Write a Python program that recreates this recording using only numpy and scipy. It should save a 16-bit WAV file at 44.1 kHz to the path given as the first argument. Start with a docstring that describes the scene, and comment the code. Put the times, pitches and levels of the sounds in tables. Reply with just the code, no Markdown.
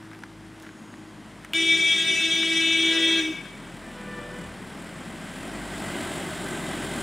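"""A diesel pickup rolls slowly down a wooded hill road towards the listener and holds its twin horn once.
The horn is a stack of buzzing partials with a rasp of noise; delayed copies come back off trees and a wall,
lower in pitch from behind the moving truck. The engine is tones and noise that follow its firing rate.
A second vehicle further off gives two blasts, made of one steadier path and many echoes.
Close by, short rings and clicks make ticks and rustles, over a faint hiss of leaves and far road."""
import sys
import numpy as np
from scipy import signal
from scipy.io import wavfile

SR = 44100
rng = np.random.default_rng(int(sys.argv[2]) if len(sys.argv) > 2 else 0)


def transcribe(signal):
    """Save signal, clipped to [-1, 1], as a 16-bit WAV file at the path in sys.argv[1]."""
    frames = np.atleast_2d(signal).T
    limited = np.clip(frames, -1, 1)
    pcm = np.round(limited * 32767).astype(np.int16)
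    wavfile.write(sys.argv[1], SR, pcm)


N = 309582
T = np.arange(N) / SR   # time in seconds
CUTOFF_HZ = 16300

# How much wider than central the noises are. Each row: frequency in Hz, side minus mid in dB.
SIDE_MINUS_MID = [(60, -13), (1000, -59), (4000, -23), (6500, -22), (9000, -13), (12000, 9)]

# Leaves and far road. Each row: frequency in Hz, relative level in dB per Hz.
WOOD_SPECTRUM = [(180, 14.5), (300, -15), (478, -19.5), (701, 25), (787, 5.5), (3300, -12), (4200, -11),
                 (8500, -14), (12000, -38), (16000, -41)]
WOOD_DB = -52.5
# A faint insect: pitch, middle of its moment, half length and level.
INSECT_HZ, INSECT_S, INSECT_WIDTH_S, INSECT_DB = 6700, 0.87, 0.29, -66.5

# Rustles close by. Each row: middle in seconds, half length in seconds, level in dB.
RUSTLES = [(0.05, 0.044, -54), (0.15, 0.034, -53), (0.226, 0.015, -67), (.56, 0.026, -58),
           (.65, 0.045, -51.5), (.94, .03, -62), (1.435, 0.025, -52)]
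RUSTLE_PER_S, RUSTLE_HZ, RUSTLE_WIDTH_HZ = 770, 1500, 430
# Ticks close by. Each row: start in seconds, level in dB, ring in Hz, share of bright crack from 0 to 1.
TICKS = [(0.114, -35.5, 1400, 0.2), (0.1326, -34, 1490, 0.2), (0.1494, -39, 1770, 0.1),
         (0.19, -34.5, 1260, 0.4), (0.2245, -42, 1500, 0.4), (0.236, -23.5, 1410, 0.15),
         (0.6003, -37, 1360, 0.8), (0.6235, -37, 1600, 0.8), (0.6297, -36, 1660, 0.7),
         (0.6667, -33, 1500, 0), (0.691, -32.5, 1600, 0.1), (0.9397, -34.5, 1400, 0),
         (1.448, -24, 1710, 0.4), (2.209, -28, 1620, 0), (2.431, -23, 1580, 0.2), (3.455, -31.5, 1500, 0.1)]
TICK_WIDTH_HZ = 1000
CRACK_S = .0015   # how fast the crack dies away

# Blasts of the other vehicle. Each row: start in seconds, end in seconds, level in dB.
FAR_BLASTS = [(2.697, 3.183, -64), (3.749, 4.492, -64.5)]
# Its two notes, by pitch in Hz. Each row of a note: partial number, relative level in dB.
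FAR_HORN = {495: [(1, 9), (2, 3.5), (3, 2.5), (4, 2), (5, -4), (6, -2.5)], 592: [(1, 4), (2, 1.5), (3, 6),
            (4, -1), (5, -13), (6, -8)]}
FAR_DIRECT_DB = 5   # the straightest path over one echo
FAR_SWELL = .5   # width of each blast's swell, as a share of its length
FAR_M_PER_S, FAR_BEHIND_DB = 7.0, -7

# Revs sink while coasting; the throttle lifts them twice. Each row: time in seconds, firings per second.
FIRING_RATE = [(0, 53.8), (1.4, 52.3), (2.7, 45.2), (4.3, 39.5), (4.63, 38.3), (4.85, 42.5), (5.4, 42.8),
               (5.55, 50), (6.1, 46.8), (7.02, 43)]
# Tone at the firing rate itself. Each row: time in seconds, level in dB.
FIRING_TONE = [(0, -72), (.4, -55.5), (.82, -68), (1.4, -57), (1.95, -73.5), (2.8, -61), (4.3, -52),
               (4.68, -58), (5.4, -56), (5.62, -45), (6.05, -57), (6.7, -51), (7.02, -49.5)]
# Higher engine tones. Each row: multiple of the firing rate, dB over the rumble before the pipe's lift.
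EXHAUST = [(2, -13.5), (3, -15), (4, -10), (5, -10), (6, -11), (7, -20), (8, -20)]
# The exhaust pipe lifts tones that fall on it. Each row: frequency in Hz, width in Hz, lift in dB.
PIPE = [(110.7, 10, 11), (322, 16, 10), (198.3, 18, 5.5)]
# The engine pulls, then eases, and the pipe hums less. Each row: time in seconds, share of the lift.
PULL = [(0, 1.3), (.66, 1.03), (.76, 0.69), (2.5, 0.64)]
# How near the truck sounds. Each row: time in seconds, level of its clatter in dB.
APPROACH = [(0, -54), (1.0, -51.5), (2.5, -47.5), (3.5, -46.5), (4.099, -45), (4.6, -44.5), (5.1, -42.5),
            (5.5, -40), (5.7, -38.5), (5.9, -35.5), (6.15, -35.5), (6.4, -36.5), (7.02, -35)]
# Engine, tyres and fan. Each row: frequency in Hz, relative level in dB per Hz.
TRUCK_SPECTRUM = [(28, -13), (42, -20), (65, -13), (100, -12.5), (168, 2.5), (330, -2), (427, -7),
                  (621, -10), (1100, -12.5), (1370, -12.5), (1700, -10.5), (2420, -17), (2800, -15),
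                  (3600, -26.5), (4600, -25.5), (5860, -22.5), (8710, 13), (11000, -17), (13500, -17),
                  (16000, -15)]
# Bass leans further left. Each row: frequency in Hz, left minus right in dB.
LEAN = [(60, 9.5), (200, 2.5), (1000, 0.6), (4000, 0.5), (10000, 0.5)]
# Body resonances. Each row: frequency in Hz, width in Hz, dB over the clatter, seconds when it faces us.
PANELS = [(336, 50, -4.5, 5.46), (633, 180, -13, 5.5), (796, 65, -25, 4.4), (1556, 100, -14, 6.4),
          (1923, 56, -22, 5.4), (2050, 140, -19.5, 5.4), (3150, 670, -18.5, 6), (3720, 580, -18, 6.0),
          (4520, 1300, -29, 5.6)]
PANEL_TURN_S, PANEL_HIDDEN_DB = .2, -6.5
# Level when nearest, and the share of the approach's swing that each noise follows.
RUMBLE_NEAR_DB, RUMBLE_FOLLOWS = -37.5, 0.75
HISS_NEAR_DB, HISS_FOLLOWS = -43.5, 1.35
SURGE_DB = 1.6   # the rumble surges band by band
PAN_NEAR_DB, PAN_PER_DB = -0.53, 0.0467   # left minus right when nearest; further left the further off
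# A low thud as the gear changes.
THUD_S, THUD_HZ, THUD_DB, THUD_WIDTH_S = 4.5, 72.6, -47, 0.052

# Pitch of the low horn. Each row: time in seconds, fundamental in Hz.
LOW_HORN_HZ = [(1.53, 328.3), (2, 327.6), (3.2, 327.2)]
# The low horn as it arrives. Each row: time in seconds, level in dB of the fundamental, then of the
# 6th, 7th, 8th, 10th and 11th partial, then the shared curve of all other partials.
LOW_HORN_LEVELS = [(1.56, -37.5, -54, -26.5, -51, -32, -28.5, -26.5),
                   (1.59, -34.5, -37, -25.5, -44, -36, -28.5, -30),
                   (1.664, -34, -65, -23, -53, -28.5, -29, -29.5),
                   (1.726, -35.5, -36, -19.5, -44, -27.5, -25, -30.5),
                   (1.79, -33, -57, -26, -59, -32, -30.5, -29.5),
                   (1.876, -42.5, -48, -20.5, -39, -27.5, -27.5, -30),
                   (2.118, -35.5, -42.5, -46, -37, -33, -28, -28),
                   (2.186, -38.5, -41, -43, -28.5, -38, -35, -29.5),
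                   (2.386, -33.5, -49, -38.5, -40, -31, -31, -26.5),
                   (2.74, -32.5, -40, -25, -33, -30.5, -28, -26),
                   (2.834, -31, -49, -26.5, -33, -25, -28, -27.5),
                   (2.916, -29, -34.5, -31, -38, -28.5, -28.5, -25.5),
                   (3.152, -29, -39, -47, -34, -26, -29.5, -27.5),
                   (3.19, -28.5, -57, -30, -32, -33, -28.5, -23.5)]
# The low horn's tone colour. Each row: partial number, relative level in dB.
LOW_HORN = [(1, -3.5), (2, -21), (4, -28), (5, -14), (6, -17), (7, -0.5), (8, -5.5), (9, -8), (10, -0.5),
            (11, 1.5), (12, -13), (13, -22.5), (14, -20.5), (15, -19), (16, -12), (17, -19), (18, -9.5),
            (19, -20.5), (20, -15), (21, -19), (22, -18.5), (23, -22.5), (24, -20.5), (25, -32),
            (26, -17.5), (27, -28), (28, -18), (29, -29), (30, -24.5)]
# The weak high horn. Each row: partial number, level in dB.
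HIGH_HORN = [(1, -48.5), (5, -60), (7, -68), (9, -58), (10, -53)]
HIGH_HORN_HZ = 389.3
# Rattle of the contacts. Each row: frequency in Hz, relative level in dB per Hz.
RASP = [(600, -12), (1500, 6.5), (2300, 4.5), (3500, 14.5), (4300, -5.5), (8000, -7.5), (11000, -24),
        (16000, -9)]
# What trunks, leaves and wall return. Each row: frequency in Hz, gain in dB.
THROWN_BACK = [(390, -12), (660, -9), (1600, -1.5), (2300, -1), (2900, -5.5), (3600, -7), (5000, -6),
               (6500, -4), (10000, -3)]
HORN_ON_S, HORN_OFF_S, HORN_PAN_DB = 1.534, 3.2, 2
OTHERS_UNDER_DB = -2.5   # the other partials lie under their shared curve
# Partials fade by chance, those with a level curve of their own less so.
FADE_DB, TRACKED_FADE_DB, FADE_PER_S = 2.5, .8, 6.8
# Partials over 4.5 kHz start under their level and sink while the horn is held.
TREBLE_LATE_DB, TREBLE_LOSS_DB_PER_S = 10, 6.5
# The diaphragm rings on.
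RING_HZ, RING_DB, RING_HOLD_S, RING_FALL_DB_PER_S = 315, -31, 0.11, 326
FIRST_STRIKE_DB, RASP_DB, RASP_FALL_S = -19.5, -41.5, .22
# Echo gains: the low horn's own, the high horn's own, then both together.
LOW_ECHO_DB, HIGH_ECHO_DB, ECHO_DB = -28, 20, -9.5
TRUCK_M_PER_S, BEHIND_DB, ECHO_T60_S = 8.0, -14.5, 1.81
LEAF_DB_PER_KHZ_S = 9.5   # longer paths through the leaves come back duller


def amp(db):
    """Turn dB into gain."""
    return 10 ** (np.asarray(db) / 20)


def rms_one(x):
    """Scale to an average strength (rms) of 1."""
    return x / np.sqrt(np.mean(x ** 2) + 1e-20)


def in_time(rows, t=T):
    """Read each column of a curve at times t."""
    s, *columns = np.transpose(rows)
    return [np.interp(t, s, c) for c in columns]


def at_hz(points, hz):
    """Read a spectrum on a log frequency axis."""
    point_hz, value = np.array(points).T
    return np.interp(np.log(hz), np.log(point_hz), value)


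def bump(x, middle, width):
    """Bell-shaped rise and fall, 1 on top."""
    return np.exp(-((x - middle) / width) ** 2)


def gate(t, on, off, rise=0.00082, fall=0.007):
    """Straight attack, hold and release."""
    attack = np.clip((t - on) / rise, 0, 1)
    return attack * np.clip((off - t) / fall + 1, 0, 1)


def drift(rate, size=N):
    """Slow chance, about rate turns a second, with spread 1."""
    r = np.exp(-80 * np.pi * rate / SR)
    # One value per 40 samples; the first 1000 let the filter settle.
    slow = signal.lfilter([1], [1, -2 * r, r * r], rng.standard_normal(N // 40 + 1002))[1000:]
    return np.interp(np.arange(size) / 40, np.arange(len(slow)), rms_one(slow))


def resonance(x, hz, width_hz):
    """Two-pole peak, gain 1 on top."""
    r = np.exp(-np.pi * width_hz / SR)
    top = np.array([1, 0, -1]) * (1 - r * r) / 2
    return signal.lfilter(top, [1, -2 * r * np.cos(2 * np.pi * hz / SR), r * r], x)


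def pan(x, db):
    """Make left louder than right by db."""
    return x * amp(np.multiply.outer([.5, -.5], db * np.ones(N)))


def bands(spectrum, count, size=N):
    """Split 28 Hz to 18 kHz into count bands of stereo noise; give (centre Hz, band) pairs."""
    edges = np.geomspace(28, 18000, count + 1)
    white = rng.standard_normal((2, 2, size))   # neighbouring bands use different noise
    for k, (low, high) in enumerate(zip(edges, edges[1:])):
        hz = np.sqrt(low * high)
        if hz > spectrum[0][0]:
            band_filter = signal.butter(2, [low, high], "band", fs=SR, output="sos")
            mid, side = signal.sosfilt(band_filter, white[k % 2])
            stereo = mid + amp(at_hz(SIDE_MINUS_MID, hz)) * side * [[1], [-1]]
            yield hz, amp(at_hz(spectrum, hz)) * stereo


def one_cycle(partials, scatter_db):
    """One cycle of a wave of these partials, coloured by chance as one path colours it."""
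    k, db = np.transpose(partials)
    size = np.sqrt(2) * amp(db + scatter_db * rng.standard_normal(len(k)))
    turns = np.outer(np.round(k), np.arange(2048) / 2048) + rng.random((len(k), 1))
    return size @ np.sin(2 * np.pi * turns)


def play(cycle, t, hz):
    """Repeat a stored cycle hz times a second along the times t."""
    return cycle[(t * hz % 1 * 2048).astype(int)]


def echoes(hz, partials, on, off, speed, behind_db, count, rise=0.018, fall=0.042):
    """Paths off trees and walls lengthen as the source moves: those behind it sound up to 2 v / c lower."""
    out = np.zeros((2, N))
    span = slice(int(on * SR), int((off + 0.7) * SR))
    t = T[span]
    for k, (late, angle) in enumerate(rng.random((count, 2))):
        delay = .01 + .45 * late ** 1.8
        behind = ((k + angle) / count) ** 1.5   # 0 is ahead of the source, 1 is behind it
        wander = .00012 * drift(4, size=len(t))   # each path shifts from tree to tree
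        sent = on + (t - on - delay) * (1 - 2 * speed / 343 * behind) - wander
        duller = [(m, db - LEAF_DB_PER_KHZ_S * m * hz / 1000 * delay) for m, db in partials]
        wave = play(one_cycle(duller, scatter_db=2.5), sent, hz)
        flicker_db = 3.7 * drift(9.4, size=len(t))
        level = amp(behind_db * behind - 60 * delay / ECHO_T60_S + flicker_db)
        side = amp(3.2 * rng.standard_normal() * np.array([[.5], [-.5]]))
        attack = gate(t - delay, on, off + 1, rise + 0.28 * delay)
        release = np.exp(-np.maximum(t - delay - off, 0) / (fall + 0.11 * delay))
        out[:, span] += wave * level * attack * release * side
    return out


def thrown_back(partials, hz):
    """Colour the partials as the roadside does: it returns some pitches better than others."""
    return [(k, db + at_hz(THROWN_BACK, k * hz)) for k, db in partials]


def wood():
    """A steady faint hiss of shaped noise, and for a moment an insect: noise through a narrow peak."""
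    hiss = rms_one(sum(band for _, band in bands(WOOD_SPECTRUM, count=12)))
    insect = resonance(resonance(rng.standard_normal(N), INSECT_HZ, 500), INSECT_HZ, 500)
    moment = bump(T, INSECT_S, INSECT_WIDTH_S)
    return amp(WOOD_DB) * hiss + amp(INSECT_DB) * moment * rms_one(insect)


def rustle():
    """Loose runs of tiny uneven clicks around the ticks, each exciting a short ring."""
    happens = rng.random(N) < RUSTLE_PER_S / SR
    size = amp(2.1 * np.minimum(rng.exponential(1, N), 4))
    clicks = happens * size * rng.choice([-1, 1], N)
    level = sum(amp(db) * bump(T, s, half) for s, half, db in RUSTLES)
    return level * rms_one(resonance(clicks, RUSTLE_HZ, RUSTLE_WIDTH_HZ))


def ticks():
    """Each tick is a bright crack and a short ring that rattles on for a few ms; rustles join in."""
    out = np.zeros(N)
    t = np.arange(SR // 40) / SR
    noises = rng.standard_normal((len(TICKS), len(t)))
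    for (s, db, hz, crack), noise in zip(TICKS, noises):
        hit = (t == 0) + 0.5 * noise * np.exp(-t / 0.0023)
        ring = resonance(resonance(hit, hz, TICK_WIDTH_HZ), hz, TICK_WIDTH_HZ)
        snap = resonance(noise[::-1] * np.exp(-t / CRACK_S), 4800, 5700)
        crack = np.clip(crack, 0, 1)
        sound = (1 - crack) * ring / np.abs(ring).max() + crack * snap / np.abs(snap).max()
        start = round(s * SR)
        out[start:start + len(t)] += amp(db) * sound
    return pan(out + rustle(), 1.0)


def far_horn():
    """The other vehicle is round the bend: one steadier path and many echoes arrive."""
    out = np.zeros((2, N))
    for on, off, db in FAR_BLASTS:
        swell = bump(T, (on + off) / 2 + 0.065, FAR_SWELL * (off - on))
        for hz, partials in FAR_HORN.items():
            back = echoes(hz, partials, on, off, FAR_M_PER_S, FAR_BEHIND_DB, count=18, rise=0.05, fall=0.085)
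            direct = play(one_cycle(partials, scatter_db=0.9), T, hz)
            direct = direct * amp(FAR_DIRECT_DB + 2.4 * drift(3.3)) * gate(T, on, off, rise=0.073, fall=0.16)
            out += amp(db) * swell * (back + direct)
    return out


def engine_tones(cycles, per_s, rumble_db):
    """Tones at multiples of the firing rate, lifted where the pipe resonates, and the gear-change thud."""
    (tone_db,), (pull,) = in_time(FIRING_TONE), in_time(PULL)
    tones = amp(tone_db) * np.sin(2 * np.pi * cycles)
    tones += amp(THUD_DB) * bump(T, THUD_S, THUD_WIDTH_S) * np.sin(2 * np.pi * THUD_HZ * T)
    for k, db in EXHAUST:
        lift_db = pull * sum(top_db * bump(k * per_s, hz, width) for hz, width, top_db in PIPE)
        level = amp(rumble_db + db + lift_db + 1.4 * drift(2.9))
        tones += level * np.sin(2 * np.pi * (k * cycles + rng.random()))
    return tones


def body_panels(clatter):
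    """Body panels resonate with the clatter and sound stronger once they turn to face the listener."""
    out = np.zeros((2, N))
    for hz, width, db, faces_s in PANELS:
        hidden = np.clip((faces_s - T) / PANEL_TURN_S, 0, 1)
        ringing = resonance(resonance(clatter, hz, width), hz, 2 * width)
        out += amp(db + PANEL_HIDDEN_DB * hidden) * rms_one(ringing)
    return out


def truck():
    """Exhaust tones on the firing rate; rumble, clatter and hiss throb with each firing."""
    (per_s,), (clatter_db,) = in_time(FIRING_RATE), in_time(APPROACH)
    far_db = clatter_db - clatter_db.max()   # 0 when nearest
    rumble_db = RUMBLE_NEAR_DB + RUMBLE_FOLLOWS * far_db
    hiss_db = HISS_NEAR_DB + HISS_FOLLOWS * far_db
    cycles = np.cumsum(per_s) / SR
    tones = engine_tones(cycles, per_s, rumble_db)
    # The noise swells at each firing.
    knock = (1 + np.cos(2 * np.pi * cycles)) ** 2 / 4 * amp(3.6 * drift(4.7))
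    parts = np.zeros((3, 2, N))   # rumble, clatter, hiss
    for hz, band in bands(TRUCK_SPECTRUM, count=27):
        flutter_db = 0.79 * drift(28) + (hz < 420) * SURGE_DB * drift(2.7)
        parts[int(hz > 420) + int(hz > 5500)] += pan(band, at_hz(LEAN, hz)) * amp(flutter_db)
    rumble, clatter, hiss = map(rms_one, parts)
    # The bodywork stands out more from near.
    clatter = clatter + amp(0.12 * far_db) * body_panels(clatter)
    noise = amp(rumble_db) * rumble * (1 + 0.28 * knock)
    noise += amp(clatter_db) * clatter * (1 + 0.14 * knock)
    noise += amp(hiss_db) * hiss * (1 + 0.39 * knock)
    return pan(pan(np.sqrt(2) * tones, 0.46) + noise, PAN_NEAR_DB - PAN_PER_DB * far_db)


def low_horn(t, hz, held):
    """A buzzing diaphragm gives many partials; its fundamental rings on after the switch opens."""
    *tracked_db, others_db = in_time(LOW_HORN_LEVELS, t)
    tracked = dict(zip([1, 6, 7, 8, 10, 11], tracked_db))
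    # The pitch glides to that of the free ring at the end.
    glide = gate(t, HORN_OFF_S - .01, 9, rise=0.028)
    cycles = np.cumsum(hz + (RING_HZ - hz) * glide) / SR
    since_on = t - HORN_ON_S
    treble_db = TREBLE_LOSS_DB_PER_S * since_on + TREBLE_LATE_DB * np.exp(-since_on / 0.022)
    near = np.zeros(len(t))
    for k, colour_db in LOW_HORN:
        db = tracked.get(k, others_db + OTHERS_UNDER_DB + colour_db)
        fade_db = min(k - 1, TRACKED_FADE_DB if k in tracked else FADE_DB)
        db = db + fade_db * drift(FADE_PER_S, size=len(t)) - (k > 13) * treble_db
        tone = np.sin(2 * np.pi * (k * cycles + rng.random()))
        near += held * amp(db) * tone
        if k == 1:
            fundamental = tone
    ring_db = RING_DB - RING_FALL_DB_PER_S * np.maximum(t - HORN_OFF_S - RING_HOLD_S, 0)
    return near + (1 - held) * (t > HORN_OFF_S - .1) * amp(ring_db) * fundamental


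def high_horn(t, held):
    """The weak upper diaphragm: a few partials of one steady pitch, each wavering in level."""
    near = np.zeros(len(t))
    for k, db in HIGH_HORN:
        level = amp(db + min(k, 3.0) * drift(5.7, size=len(t)))
        near += held * level * np.sin(2 * np.pi * (k * HIGH_HORN_HZ * t + rng.random()))
    return near


def horn_rasp(t):
    """Noise of the rattling contacts, with a clack of the armature before the buzz builds up."""
    rasp = rms_one(sum(band for _, band in bands(RASP, count=20, size=len(t))))
    strike = amp(FIRST_STRIKE_DB) * np.exp(-(t - t[0]) / 0.0025)
    return rasp * (strike + amp(RASP_DB) * gate(t, HORN_ON_S, HORN_OFF_S, fall=RASP_FALL_S))


def horn_echoes(low_hz):
    """Both notes come back from the roadside along many delayed paths."""
    blast = (HORN_ON_S, HORN_OFF_S, TRUCK_M_PER_S, BEHIND_DB)
    low = echoes(low_hz, thrown_back(LOW_HORN, low_hz), *blast, count=32)
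    high = echoes(HIGH_HORN_HZ, thrown_back(HIGH_HORN, HIGH_HORN_HZ), *blast, count=10)
    return amp(ECHO_DB) * (amp(LOW_ECHO_DB) * low + amp(HIGH_ECHO_DB) * high)


def horn():
    """Two buzzing diaphragms a minor third apart, the upper one weak, with their rasp and echoes."""
    span = slice(round(HORN_ON_S * SR), round((HORN_OFF_S + .5) * SR))
    t = T[span]
    (hz,) = in_time(LOW_HORN_HZ, t)
    held = gate(t, HORN_ON_S, HORN_OFF_S, rise=0.016, fall=0.013)
    near = low_horn(t, hz, held) + high_horn(t, held)
    out = horn_echoes(hz.mean())
    out[:, span] += np.sqrt(2) * near + horn_rasp(t)
    return pan(out, HORN_PAN_DB)


def scene():
    """Everything at the roadside."""
    return wood() + ticks() + far_horn() + truck() + horn()


def record(dry):
    """Cut the top: a steep filter removes what lies above the cutoff."""
    return signal.sosfilt(signal.cheby2(18, 70, CUTOFF_HZ, fs=SR, output="sos"), dry)


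dry = scene()
out = record(dry)
transcribe(out)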